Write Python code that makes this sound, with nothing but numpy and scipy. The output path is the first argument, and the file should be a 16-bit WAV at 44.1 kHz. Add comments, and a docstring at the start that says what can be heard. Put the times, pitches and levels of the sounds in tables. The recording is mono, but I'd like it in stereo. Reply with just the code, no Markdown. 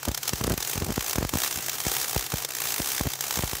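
"""Wire-feed arc welding, close

Steel plate being welded close to a two-port microphone. Each re-strike of the arc is a short broad crack of
coloured noise, some 35-60 a second, over the banded noise of the sizzling pool and a faint resonant hum.
Plate and bench near by return delayed, duller copies; puffs of air, drawn as pressure pulses, thump now
one port, now the other, with fluttering and buffeting made of low noise."""
import sys
import numpy as np
from scipy import signal
from scipy.fft import rfft, irfft
from scipy.io import wavfile
from scipy.ndimage import uniform_filter1d

SR = 44100
rng = np.random.default_rng(int(sys.argv[2]) if len(sys.argv) > 2 else 0)


def persist_wave(psi):
    """Save psi, clipped to +-1, as 16-bit WAV."""
    counts = np.round(np.clip(psi, -1, 1) * 32767).astype(np.int16)
    wavfile.write(sys.argv[1], SR, np.atleast_2d(counts).T)


N = 158760  # samples, 3.6 s

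# Level of the arc, before the trims below; sizzle and weaker cracks follow it: t/s, level/dB
ARC_LEVEL = [(0.0, -36.5), (0.2, -35), (0.3, -32), (0.55, -35), (0.7, -29), (0.82, -36), (1.0, -35.5),
             (1.1, -29.5), (1.27, -36.5), (1.41, -28), (1.62, -32.5), (1.95, -28), (2.3, -32.5),
             (2.43, -33), (2.5, -36.5), (2.65, -29.5), (2.95, -28.5), (3.08, -34), (3.3, -30.5),
             (3.6, -32.5)]
# Moments when the arc drops out, with no re-strike and a sag in the sizzle: t/s
DROPOUTS = [.205, .314, .565, 1.316, 1.495, 2.283, 2.471, 3.174]
# Relative colour of the arc at each port, per Hz of bandwidth: f/Hz, left level/dB, right level/dB
PORT_COLOUR = [(60, -2.5, -10), (238, -3, -1.5), (850, 1, -3.5), (2540, -2, -3.5), (4480, -2, -3.5),
               (6230, 2, -0.5), (7950, -1.5, -4), (10240, -7, -3.5), (12700, -5.5, -2.5),
               (14400, 0.5, -3.5), (16000, -9, -0.5)]
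# Reflections off nearby plate and bench, relative to the direct arc; left port, then right: delay/ms, level/dB
REFLECTIONS = [
    [(2.52, -10.5), (2.8, -15.5), (3.05, -22.5)],
    [(2.25, -8.5)],
]
# Clear cracks of the re-striking arc, before trim and scatter: t/s, level/dB
CLEAR_CRACKS = [(0.031, -24), (0.053, -21), (0.085, -24.5), (0.147, -21.5), (0.177, -20), (0.232, -20.5),
                (0.279, -18), (0.293, -18), (0.334, -20.5), (0.382, -28.5), (0.412, -29.5), (0.44, -19.5),
                (0.469, -22.5), (0.498, -23.5), (0.521, -23.5), (0.578, -20.5), (0.605, -22.5),
                (0.627, -19), (0.675, -22.5), (0.697, -22), (0.733, -20), (0.778, -24.5), (0.846, -25),
                (0.906, -28), (0.96, -22), (1.026, -23), (1.082, -21.5), (1.11, -20.5), (1.132, -19.5),
                (1.158, -18.5), (1.184, -25), (1.208, -30), (1.27, -28), (1.293, -22.5), (1.338, -20),
                (1.436, -19), (1.447, -22), (1.477, -22), (1.511, -21), (1.559, -20.5), (1.587, -26),
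                (1.644, -31), (1.684, -23.5), (1.696, -21), (1.717, -26), (1.732, -25.5), (1.742, -26),
                (1.754, -29), (1.777, -38), (1.784, -24.5), (1.803, -19.5), (1.814, -26.5), (1.837, -30),
                (1.898, -23.5), (1.917, -19), (1.939, -18.5), (1.951, -20.5), (2.0, -22.5), (2.059, -29.5),
                (2.082, -20), (2.111, -24.5), (2.131, -24.5), (2.242, -26.5), (2.265, -22.5),
                (2.321, -18.5), (2.358, -25.5), (2.383, -22.5), (2.423, -21.5), (2.449, -19), (2.489, -27),
                (2.507, -25), (2.551, -23), (2.655, -21), (2.722, -21), (2.762, -22), (2.819, -22),
                (2.83, -28), (2.874, -22), (2.903, -25), (2.949, -19.5), (3.011, -22.5), (3.035, -23.5),
                (3.054, -33), (3.136, -20), (3.209, -19.5), (3.254, -31), (3.296, -30), (3.309, -19.5),
                (3.373, -21.5), (3.458, -30), (3.477, -24), (3.514, -23), (3.553, -21.5)]
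# Buffeting before the microphone's filters; left port, then right: start t/s, length/s, level/dB
BUFFETS = [
    [(.8, .085, -30.5), (1.56, 0.038, -31.5)],
    [(.078, 0.013, -22), (.42, .125, -30), (.875, .035, -25), (3.05, 0.03, -26)],
]
# Air puffs before the microphone's filters; left port, then right: t/s, signed peak pressure/full scale
AIR_PUFFS = [
    [(0.3344, 0.41), (0.5788, -0.19), (0.7788, -0.15), (0.822, -0.43), (0.8349, -0.17), (0.8669, -0.18),
     (0.9796, -0.56), (1.1579, -0.24), (1.1834, 0.16), (1.3378, -0.45), (1.3564, 0.58), (1.3739, -0.18),
     (1.8673, -.46), (2.342, -0.2), (2.8022, 0.34), (2.8079, 0.051), (3.374, -.22), (3.3927, 0.41)],
    [(0.0788, -0.26), (0.0847, 0.3), (0.091, -0.31), (0.1156, 0.19), (0.4125, 0.42), (0.4312, -0),
     (0.4454, 0.48), (0.4639, 0.13), (0.4785, 0.56), (0.4928, -0.08), (0.5044, -0.36), (0.5116, 0.41),
     (0.5188, 0.42), (0.5303, 0.27), (0.7575, 0.21), (0.7787, 0.5), (0.8914, 0.23), (0.9044, 0.31),
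     (0.9203, -0.23), (1.1839, 0.61), (1.2106, .24), (1.2278, 0.5), (1.2503, 0.44), (2.1643, .7),
     (2.3393, 0.44), (3.0101, -0.58), (3.0564, 0.21), (3.071, 0.34), (3.4367, 0.57), (3.5327, 0.25)],
]

# Sizzle and hum
SIZZLE_TRIM_DB = -2
FLICKER_DB, SURGE_DB, FLICKER_HZ = 1.3, 1.2, 60  # each band alone; all bands together; rate of both
TREBLE_FOLLOW = 0.74  # extra dB above 8 kHz for each dB the arc level is off its mean
DROPOUT_S, DROPOUT_DB = 0.012, -3.5
HUM_HZ, HUM_WIDTH_HZ, HUM_DB = 136.4, 8.2, -50

# Reflections
ECHO_TOP_HZ = 9500

# Cracks
GAP_FIRST_S, GAP_S, SETTLE_S = .029, .0162, .6  # time between re-strikes shrinks as the arc settles
WEAK_OVER_DB, WEAK_SPREAD_DB = 8, 1.6  # weaker cracks over the arc level, and their scatter
WEAK_JITTER_S = .0007
CRACK_TRIM_DB = 1.5
COLOUR_DB, SIDE_DB = 1.3, .9  # scatter per crack: in each band at each port; of each port as a whole
RISE_S, FALL_S = .0014, .0034
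GRIT_DB, GRIT_HZ = 1.8, 1500  # grain inside a crack
CRACK_LOW_HZ = 483

# Air
LEAD_S, LEAD_DB, LEAD_HZ = 0.0063, -14.5, 830  # flutter before a puff; level relative to the puff's peak
GUST_HZ, GUST_TOP_HZ, GUST_FADE_S = 201, 520, 0.0021
GUST_LUMP_DB, GUST_LUMP_HZ = 4, 120
PUFF_RISE_S, PUFF_FALL_S = .0001, 0.0015

# Microphone
LOW_CUT_HZ, TOP_HZ = 52.5, 15720


def undb(db):
    """dB to gain."""
    return 10 ** (np.asarray(db) / 20)


def arc_level(t):
    """Level of the arc in dB at time t, in straight lines between the table's points."""
    return np.interp(t, *np.array(ARC_LEVEL).T)


def noise_pair():
    """White noise, unrelated at the two ports."""
    return rng.standard_normal((2, N))


def walk(hz):
    """Random level at each port, held 1 / hz s and slewed twice; spread 1."""
    hold = int(SR / hz)
    level = np.repeat(rng.standard_normal((2, N // hold + 1)), hold, axis=1)
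    level = uniform_filter1d(uniform_filter1d(level, hold), hold)[:, :N]
    return level / level.std()


def arc_bands(edges_hz):
    """Noise in the arc's colour, unrelated at the ports, near rms 1 over both, cut into bands at the edges."""
    f = np.maximum(np.arange(N // 2 + 1) * SR / N, 1)
    hz, *port_db = np.array(PORT_COLOUR).T
    # straight lines over log frequency
    gain = undb([np.interp(np.log(f), np.log(hz), db) for db in port_db]) * (f < TOP_HZ)
    spectrum = rfft(noise_pair()) * gain / np.sqrt(np.mean(gain ** 2))
    band = np.searchsorted(edges_hz, f)
    return np.array([irfft(spectrum * (band == k), N) for k in range(len(edges_hz) + 1)])


def sizzle():
    """Pool and gas hiss on as noise, surging together and flickering band by band."""
    t = np.arange(N) / SR
    noise = arc_bands([250, 1000, 3000, 8000, 12000])
    level_db = arc_level(t)
    sag_db = DROPOUT_DB * sum(np.exp(-((t - s) / DROPOUT_S) ** 2) for s in DROPOUTS)
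    noise[-2:] *= undb(TREBLE_FOLLOW * (level_db - level_db.mean()))
    flickering = sum(band * undb(FLICKER_DB * walk(FLICKER_HZ)) for band in noise)
    surge = undb(SURGE_DB * walk(FLICKER_HZ)[:1])  # one walk for both ports
    return flickering * surge * undb(level_db + sag_db + SIZZLE_TRIM_DB)


def hum():
    """A faint wavering hum: noise through one narrow resonance."""
    ring = signal.lfilter(*signal.iirpeak(HUM_HZ, HUM_HZ / HUM_WIDTH_HZ, fs=SR), noise_pair())
    return undb(HUM_DB) * ring / ring.std()


def echoes(x):
    """Each port hears the arc again, a little duller, off the steel around it."""
    dull = signal.lfilter(*signal.butter(1, ECHO_TOP_HZ, fs=SR), x)
    late = np.zeros_like(x)
    for port in range(2):
        for delay_ms, db in REFLECTIONS[port]:
            late[port] += undb(db) * np.roll(dull[port], int(round(delay_ms * SR / 1000)))
    return x + late


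def strikes():
    """Times and levels of the clear cracks and of weaker ones spread near evenly through the longer gaps."""
    rows = list(CLEAR_CRACKS)
    times = [t for t, _ in CLEAR_CRACKS] + [N / SR]
    for a, b in zip(times[:-1], times[1:]):
        gap = GAP_S + (GAP_FIRST_S - GAP_S) * np.exp(-a / SETTLE_S)
        steps = max(int(round((b - a) / gap)), 1)
        chance = rng.standard_normal((16, 2))
        for k in range(1, steps):
            t = a + (b - a) * k / steps + WEAK_JITTER_S * chance[k, 0]
            db = arc_level(t) + WEAK_OVER_DB + WEAK_SPREAD_DB * chance[k, 1]
            rows.append((t, db))
    rows = np.array(rows)
    from_dropout_s = np.abs(rows[:, :1] - DROPOUTS).min(axis=1)
    return rows[from_dropout_s > DROPOUT_S]


def cracks():
    """Re-strikes: gritty noise bursts that swell and die in milliseconds, each coloured apart at each port."""
    t, db = strikes().T
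    noise = arc_bands([1000, 3000, 8000, 12000])
    colour_db = COLOUR_DB * rng.standard_normal((5, 2, len(t)))  # band, port, crack
    side_db = SIDE_DB * rng.standard_normal((2, len(t)))
    size = np.zeros(noise.shape)
    size[..., (t * SR).astype(int)] = undb(db + CRACK_TRIM_DB + colour_db + side_db)
    u = np.arange(-1024, 1025) / SR
    shape = np.where(u < 0, np.exp(u / RISE_S), np.exp(-u / FALL_S))
    # overlapping cracks add in power
    power = signal.fftconvolve(size ** 2, shape[None, None] ** 2, mode="same", axes=2)
    burst = (noise * np.sqrt(np.maximum(power, 0))).sum(axis=0)
    gritty = burst * undb(GRIT_DB * walk(GRIT_HZ))
    return signal.lfilter(*signal.butter(2, CRACK_LOW_HZ, "high", fs=SR), gritty)


def flutter():
    """Low-passed noise, brighter than the buffeting, that builds up before each puff and stops at its onset."""
    t = np.arange(N) / SR
    lead = np.zeros((2, N))
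    for port in range(2):
        for s, peak in AIR_PUFFS[port]:
            lead[port] += abs(peak) * undb(LEAD_DB) * np.exp(-np.abs(t - s) / LEAD_S) * (t < s)
    low_pass = signal.butter(1, LEAD_HZ, fs=SR)
    noise = signal.lfilter(*low_pass, signal.lfilter(*low_pass, noise_pair()))
    return lead * noise / noise.std()


def buffeting():
    """Stirred air on one port at a time: low noise in lumps, faded in and out."""
    t = np.arange(N) / SR
    stir = np.zeros((2, N))
    for port in range(2):
        for s, length, db in BUFFETS[port]:
            inside_s = np.minimum(t - s, s + length - t)
            stir[port] += undb(db) * np.clip(inside_s / GUST_FADE_S + .5, 0, 1)
    low = signal.lfilter(*signal.butter(1, GUST_HZ, fs=SR), noise_pair())
    low = signal.lfilter(*signal.butter(2, GUST_TOP_HZ, fs=SR), low)
    lumpy = low * undb(GUST_LUMP_DB * walk(GUST_LUMP_HZ))
    return stir * lumpy / lumpy.std()


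def puffs():
    """Sharp pressure pulses, each on one port only: a very fast rise and an exponential fall."""
    t = np.arange(N) / SR
    pressure = np.zeros((2, N))
    for port in range(2):
        for s, peak in AIR_PUFFS[port]:
            u = np.maximum(t - s, 0)
            pulse = (1 - np.exp(-u / PUFF_RISE_S)) * np.exp(-u / PUFF_FALL_S)
            pressure[port] += peak * pulse / pulse.max()
    return pressure


def scene():
    """Arc, pool and hum with their reflections, and moving air at the ports."""
    arc = sizzle() + hum() + cracks()
    air = flutter() + buffeting() + puffs()
    return echoes(arc) + air


def record(dry):
    """The microphone's steep low cut, which rings after each puff, and its steep top."""
    cut = signal.sosfilt(signal.cheby1(4, .5, LOW_CUT_HZ, "high", fs=SR, output="sos"), dry)
    return signal.sosfilt(signal.ellip(12, .2, 70, TOP_HZ, fs=SR, output="sos"), cut)


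dry = scene()
out = record(dry)
persist_wave(out)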